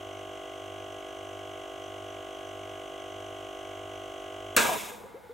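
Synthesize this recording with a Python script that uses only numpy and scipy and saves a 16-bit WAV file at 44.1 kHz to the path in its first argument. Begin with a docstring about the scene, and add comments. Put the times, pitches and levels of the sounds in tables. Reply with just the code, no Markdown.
"""A small sealed piston compressor hums in its cabinet over quiet room tone: repeating shaft tones, gas noise
and motor hum. Its shaft slips against the mains, so the bass beats slowly; later a faint low drone climbs.
Then the pressure switch snaps off (noise bursts and ringing metal), the motor stops and the unloader dumps
the pipe's air through a silencer as fading, coloured noise. A few soft gliding glugs follow as the pump
settles. A small workroom answers everything from the snap onward."""
import sys
import numpy as np
from scipy import signal
from scipy.fft import rfft, irfft, next_fast_len
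from scipy.io import wavfile
from scipy.ndimage import map_coordinates

SR = 44100
rng = np.random.default_rng(int(sys.argv[2]) if len(sys.argv) > 2 else 0)


def store_pcm(level_fs):
    """Save levels as 16-bit WAV."""
    pcm = np.round(np.clip(level_fs, -1, 1) * 32767).astype(np.int16)
    wavfile.write(sys.argv[1], SR, np.atleast_2d(pcm).T)


N = 235398
T = np.arange(N) / SR  # time of each sample, s
SHAFT_HZ, MAINS_HZ = 49.136, 49.94
CUT_OUT_S = 4.5645  # when the switch snaps off
TOP_HZ = 15800  # nothing is kept above this


def amp(db):
    """Turn decibels into a gain."""
    return 10 ** (np.asarray(db) / 20)


def unit(x):
    """Scale to an average (rms) level of 1."""
    return x / np.sqrt(np.mean(x ** 2) + 1e-20)


def since(start):
    """Seconds gone by since start, zero before it."""
    return np.maximum(T - start, 0)


def ramp(start, length):
    """A straight rise from 0 to 1."""
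    return np.clip((T - start) / length, 0, 1)


def wobble(rate):
    """A smooth random curve with rate new random points a second."""
    points = rng.standard_normal(int(N * rate / SR) + 4)
    return map_coordinates(points, [T * rate], mode="nearest")


def along(points, hz):
    """Read each value column of a (f/Hz, ..) table at hz, on a log axis."""
    f, *columns = np.transpose(points)
    return [np.interp(np.log(hz + 1), np.log(f + 1), c) for c in columns]


def filtered(x, response):
    """Change each frequency of x by the gain that response gives for it."""
    size = next_fast_len(N + SR // 2)
    spectrum = rfft(x, size) * response(np.fft.rfftfreq(size, 1 / SR))
    return irfft(spectrum, size)[..., :N]


def colour(points):
    """A smooth tone colour drawn through (f/Hz, level/dB) points."""
    return lambda f: amp(along(points, f)[0])


def resonances(modes):
    """A body that favours its own notes, given as (f/Hz, width/Hz, level/dB)."""
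    def response(f):
        total = 0
        for k, (centre, width, db) in enumerate(modes):
            peak = 1j * f * width / (centre * centre - f * f + 1j * f * width)
            total = total + (-1) ** k * amp(db) * peak  # neighbours have opposite signs
        return total
    return response


# how alike left and right are: (f/Hz, likeness from 0 to 1)
ALIKE = [(60, 0.15), (300, 0.37), (1400, 0.6), (2700, 0.93), (3800, 0.91), (6800, 1), (9500, 0.69),
         (15000, 0.27)]


def noise():
    """White stereo noise: a shared middle plus a side part of opposite sign in each ear."""
    def middle_and_side(f):
        turn = np.arccos(np.clip(along(ALIKE, f)[0], -1, 1)) / 2
        return np.array([np.cos(turn), np.sin(turn)])
    mid, side = filtered(rng.standard_normal((2, N)), middle_and_side)
    return np.array([mid + side, mid - side])


def out_of_step(hz):
    """Cabinet reflections give a tone opposite phase offsets at left and right."""
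    spread = np.sqrt(np.abs(1 - along(ALIKE, hz)[0]))
    return np.array([[1], [-1]]) * spread * rng.standard_normal(np.shape(hz))


# colour of the quiet room: (f/Hz, relative level/dB)
ROOM_TONE = [(20, -19), (45, -10), (80, 4.5), (150, -1), (300, -6.5), (800, -11), (2000, -26), (5000, -23),
             (15500, -21.5)]


def room_tone(db):
    """Steady coloured noise under everything."""
    return amp(db) * unit(filtered(noise(), colour(ROOM_TONE)))


# strong low tones of the shaft: (multiple of the shaft speed, left level/dB, right level/dB)
LOW_ORDERS = [(1, -65.0, -69.0), (2, -59.0, -59.0), (3, -83.0, -78.0), (4, -80.0, -77.0), (5, -77.0, -70.0),
              (6, -57.0, -56.0), (7, -52.0, -53.0), (8, -48.0, -52.0), (9, -64.0, -73.0),
              (10, -56.0, -54.0), (11, -61.0, -64.0), (12, -59.0, -56.0), (13, -49.0, -46.0),
              (14, -53.0, -49.0), (15, -54.0, -52.0), (16, -54.0, -61.0)]
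# the buzz above them, before the ridges shape it: (f/Hz, level/dB of each multiple)
BUZZ = [(830, -69), (980, -72.5), (1040, -59.5), (1400, -66), (1800, -73), (2450, -78.5), (2850, -67),
        (3350, -66), (3500, -79.5), (4700, -91), (5700, -91.5), (6300, -80.5), (8800, -85.5), (9500, -92),
        (15000, -104)]
# narrow shell resonances that raise or lower the buzz tones under them: (f/Hz, width/Hz, change/dB)
RIDGES = [(1458, 29, 6), (1696, 26, 12), (1981, 26, 15), (2550, 16, 9.5), (2852, 68, 7), (3770, 36, 11.5),
          (5294, 61, 14.5), (6320, 87, 8), (7150, 120, 3.5), (8030, 200, -8), (8260, 48, 7),
          (11050, 60, 12.5)]
# when in the turn each pitch leaves the shell: (f/Hz, arrival/turns, scatter/turns)
ARRIVAL = [(100, 0.407, 0.096), (262, 0.36, 0.044), (393, 0.55, 0.016), (447, 0.38, 0.071),
           (547, 0.908, 0.042), (600, 0.774, 0.041), (710, 0.72, 0), (771, 0.493, 0.09), (980, 0.844, 0.23),
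           (1591, .65, 0.28), (3013, .46, 0.163), (7020, .58, 0.29)]


def piston(turns, uneven_db, apart):
    """The shell repeats one pattern each turn, built from multiples of the shaft speed."""
    order = np.arange(1, int(TOP_HZ / SHAFT_HZ))
    hz = order * SHAFT_HZ
    lift = sum(db * np.exp(-((hz - centre) / width) ** 2) for centre, width, db in RIDGES)
    buzz = along(BUZZ, hz)[0] + lift + uneven_db * rng.standard_normal(len(order))
    level = buzz + np.zeros((2, 1))  # same for both ears
    level[:, :len(LOW_ORDERS)] = np.transpose(LOW_ORDERS)[1:]
    arrival, scatter = along(ARRIVAL, hz)
    # adding up the arrivals makes each pitch band peak at its own place in the turn
    phase = -2 * np.pi * np.cumsum(arrival + scatter * rng.standard_normal(len(order)))
    skew = apart * out_of_step(hz) * (order > len(LOW_ORDERS))
    lines = np.sqrt(2) * amp(level) * np.exp(1j * (phase + skew))
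    size = 8192  # points in one turn
    cycle = irfft(np.pad(lines, ((0, 0), (1, 0))), size) * size / 2
    return np.array([np.interp(turns, np.arange(size) / size, c, period=1) for c in cycle])


# magnetic hum of the motor: (multiple of the mains, level/dB)
MAINS = [(2, -61), (10, -61), (12, -66)]


def mains_hum():
    """The motor's magnetism hums at multiples of the mains frequency."""
    return sum(np.sqrt(2) * amp(db) * np.cos(2 * np.pi * k * MAINS_HZ * T) for k, db in MAINS)


def gated(turns, body, db, depth_db, open_at, uneven_db):
    """Gas noise swells and sinks once a turn, a little different each time, and rings a body."""
    stroke_db = depth_db * np.cos(2 * np.pi * (turns - open_at)) + uneven_db * wobble(SHAFT_HZ)
    return amp(db) * unit(filtered(noise() * amp(stroke_db), resonances(body)))


# shell resonances stirred by gas through the valves: (f/Hz, width/Hz, relative level/dB)
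SHELL = [(720, 230, -6), (1027, 96, -5), (1320, 200, -9.5), (1657, 21, 2.5), (1993, 57, -3),
         (2754, 100, -5), (3060, 44, -4.5), (3253, 130, -1), (6950, 380, -27)]
# resonances rung by the valve reeds: (f/Hz, width/Hz, relative level/dB)
REEDS = [(2200, 177, 1.5), (3312, 32, 2), (5250, 39, -13.5), (6016, 80, 1), (8320, 130, -11)]


def pump():
    """Piston, valves and mains hum, all dying quickly once the power is cut."""
    turns = SHAFT_HZ * T + 0.00048 * wobble(4.08) + 0.0002 * wobble(45)  # slightly unsteady shaft
    valves = gated(turns, SHELL, db=-56.0, depth_db=-0.5, open_at=0.54, uneven_db=-0.5)
    reeds = gated(turns, REEDS, db=-58.5, depth_db=8.5, open_at=0.4, uneven_db=1.0)
    load = amp(0.12 * (T - CUT_OUT_S / 2))  # a little louder as the tank fills
    running = amp(-60 * since(CUT_OUT_S) / 0.43)  # falls 60 dB in 0.43 s
    # the shaft lags the mains a little, so their shared multiples beat
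    return running * (load * piston(turns, uneven_db=2.0, apart=0.91) + valves + reeds + mains_hum())


DRONE_REST_HZ, DRONE_TOP_HZ = 29.6, 47.3
CLIMB_AT_S, CLIMB_S = 3.25, 1.3
DRONE_DB, DRONE_DB_PER_OCTAVE, DRONE_FADE_DB_PER_S = -80.5, 21, 14


def drone(octave_db):
    """A faint low tone and its octave rest, climb once while swelling, then fade."""
    hz = DRONE_REST_HZ + (DRONE_TOP_HZ - DRONE_REST_HZ) * ramp(CLIMB_AT_S, CLIMB_S)
    swell_db = DRONE_DB_PER_OCTAVE * np.log2(hz / DRONE_REST_HZ)
    fade_db = DRONE_FADE_DB_PER_S * since(CLIMB_AT_S + CLIMB_S)
    phase = 2 * np.pi * np.cumsum(hz) / SR
    tones = np.sin(phase) + amp(octave_db) * np.sin(2 * phase)
    return np.sqrt(2) * amp(DRONE_DB + swell_db - fade_db) * tones


# colour of the switch's clatter: (f/Hz, relative level/dB per Hz)
SNAP = [(24, -37), (40, -8.5), (548, 0), (859, -11.5), (1560, 4.5), (1860, -5.5), (2840, -3), (3060, -13.5),
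        (3650, -5), (5300, -13), (7910, -6), (13000, -37), (15500, -35)]
# sheet-metal notes of the tank and cabinet: (f/Hz, relative level/dB, t60/s = time to fall 60 dB)
CABINET = [(1181, -9, .45), (1207, -9, .35), (1443, -8, .5), (1570, -6, .3), (1630, 0, .45), (1675, -6, .5),
           (2050, -11, .4), (2290, -8, .45), (2519, -7, .3), (2548, -7, .35), (2760, -9, .3),
           (3460, -12, .35), (4540, -14, .25), (7833, -10, .25)]


def switch(crack_db, crack_t60, clatter_db, clatter_t60, ring_db):
    """The spring throws the contacts open: a bright crack, a clatter in the cover, ringing sheet metal."""
    t = since(CUT_OUT_S)
    bright = colour([(1000, -14), (7000, 1.5), (15000, 0.5)])
    crack = amp(crack_db - 60 * t / crack_t60) * unit(filtered(noise(), bright))
    clatter = amp(clatter_db - 60 * t / clatter_t60) * unit(filtered(noise(), colour(SNAP)))
    ring = np.zeros((2, N))
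    for hz, db, t60 in CABINET:
        phase = rng.uniform(0, 2 * np.pi) + out_of_step(hz) + 0.5 * wobble(40)
        ring += amp(db - 60 * t / t60) * np.sin(2 * np.pi * hz * t + phase)
    crack_onset = 1 - np.exp(-t / 0.0006)
    slower_onset = 1 - np.exp(-t / 0.0021)
    return crack * crack_onset + (clatter + amp(ring_db) * ring) * slower_onset


# the hiss falls steadily with the pipe's pressure, then faster once the pipe is nearly empty
HISS_DB, HISS_FALL_DB_PER_S = -26, 53.5
EMPTY_AFTER_S, EMPTY_FALL_DB_PER_S = 0.31, 108
# the silencer's body fades more slowly, with one quick extra drop on the way
BODY_DB, BODY_FALL_DB_PER_S = -25.5, 43
DROP_AFTER_S, DROP_LENGTH_S, DROP_DB = 0.2, 0.022, 5.5


def blowdown():
    """Levels in dB of the hiss and of the silencer's body as the pipe loses its pressure."""
    t = since(CUT_OUT_S)
    steady_fall = HISS_FALL_DB_PER_S * np.minimum(t, EMPTY_AFTER_S)
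    late_fall = EMPTY_FALL_DB_PER_S * since(CUT_OUT_S + EMPTY_AFTER_S)
    drop = DROP_DB * ramp(CUT_OUT_S + DROP_AFTER_S, DROP_LENGTH_S)
    return HISS_DB - steady_fall - late_fall, BODY_DB - BODY_FALL_DB_PER_S * t - drop


def standing_waves(spacing_hz, depth_db):
    """The silencer tube favours evenly spaced bands of the hiss."""
    return lambda f: amp(-depth_db * np.cos(2 * np.pi * f / spacing_hz))


# colour of the escaping air: (f/Hz, relative level/dB per Hz)
HISS = [(700, -24), (1250, -9), (1700, -9), (1830, -12), (2200, -5), (2750, -4), (3080, -7), (3500, -5),
        (4450, -15), (7200, -8.5), (10000, -13), (12300, -11), (15500, -15.5)]
# silencer resonances: (f/Hz, width/Hz, relative level/dB)
SILENCER = [(84, 32, -10.5), (209, 37, -3), (423, 164, -3), (687, 120, -1.5), (842, 83, -2.5), (966, 50, 2),
            (1190, 115, -4), (1490, 77, -11), (1640, 49, -8.5)]
# the silencer's balance between the ears: (f/Hz, left minus right level/dB)
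LEAN = [(60, -4), (200, -4), (380, 1), (700, -1), (1300, 0.5), (2400, 5)]
# resonances of the emptied pipe: (f/Hz, width/Hz, relative level/dB)
PIPE = [(170, 140, -9.5), (490, 87, -0.5), (850, 60, 2.5), (1430, 130, -7), (2110, 250, -11),
        (3630, 720, -20)]


def vent(sputter_db, trickle_db):
    """Trapped air hisses and sputters out through the silencer, fading until a faint trickle is left."""
    hiss_db, body_db = blowdown()
    air = filtered(filtered(noise(), colour(HISS)), standing_waves(spacing_hz=1492, depth_db=1.5))
    hiss = amp(hiss_db + 1.0 * wobble(60)) * unit(air)
    body = amp(body_db + sputter_db * wobble(80)) * unit(filtered(noise(), resonances(SILENCER)))
    body = filtered(body, lambda f: amp(np.array([[0.5], [-0.5]]) * along(LEAN, f)[0]))
    trickle = amp(trickle_db + sputter_db * wobble(35)) * unit(filtered(noise(), resonances(PIPE)))
    return (hiss + body + trickle) * ramp(CUT_OUT_S, 0.003)  # the unloader opens in 3 ms


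# how long the workroom rings: (f/Hz, t60/s)
ROOM = [(150, 0.47), (500, 0.55), (2000, 0.34), (12000, 0.14)]


def room(x):
    """The workroom's echo: x smeared by fading noise whose treble dies first."""
    hz, t, grains = signal.stft(rng.standard_normal((2, SR // 2)), SR, nperseg=256)
    fade = amp(-60 * t / along(ROOM, hz)[0][:, None])
    tail = signal.istft(grains * fade, SR, nperseg=256)[1]
    return signal.fftconvolve(x, tail / np.linalg.norm(tail[0]), axes=1)[:, :N]


# glugs: (t/s, level/dB before the left and right gains, length/s, start f/Hz, end f/Hz)
GLUGS = [(4.689, -30, 0.024, 757, 725), (4.713, -29.5, 0.025, 664, 637), (4.762, -35, 0.016, 433, 414),
         (4.918, -45, 0.025, 500, 483), (5.0, -43.5, 0.015, 495, 493), (5.038, -41.5, 0.022, 370, 570),
         (5.096, -49, 0.016, 460, 460), (5.142, -40.5, 0.032, 310, 563), (5.233, -53, 0.037, 472, 490),
         (5.294, -42, 0.04, 382, 508)]


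def glugs(glide_s, fade_db):
    """Pockets of gas slip through the oily pipe; each note glides from its start to its end pitch."""
    out = np.zeros(N)
    for start, db, length, start_hz, end_hz in GLUGS:
        t = since(start)
        hz = end_hz + (start_hz - end_hz) * np.exp(-t / glide_s)
        onset = 1 - np.exp(-t / 0.0025)
        ending = np.exp(-(t / (1.64 * length)) ** 6)
        swell = onset * amp(db - fade_db * t / length) * ending
        out += np.sqrt(2) * swell * np.sin(2 * np.pi * np.cumsum(hz * (t > 0)) / SR)
    return out * amp([[2.5], [1.2]])  # left and right gains, dB


def scene():
    """The running pump, then the cut-out, over quiet room tone."""
    running = pump() + drone(octave_db=-1)
    snap = switch(crack_db=-8.5, crack_t60=0.026, clatter_db=-17.0, clatter_t60=0.27, ring_db=-26.0)
    air = vent(sputter_db=1.5, trickle_db=-54.5)
    cut_out = snap + air + glugs(glide_s=0.0115, fade_db=10.0)
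    return room_tone(db=-60.0) + running + cut_out + amp(-17.0) * room(cut_out)


def record(dry):
    """Keep nothing above the band limit."""
    return filtered(dry, lambda hz: hz < TOP_HZ)


dry = scene()
out = record(dry)
store_pcm(out)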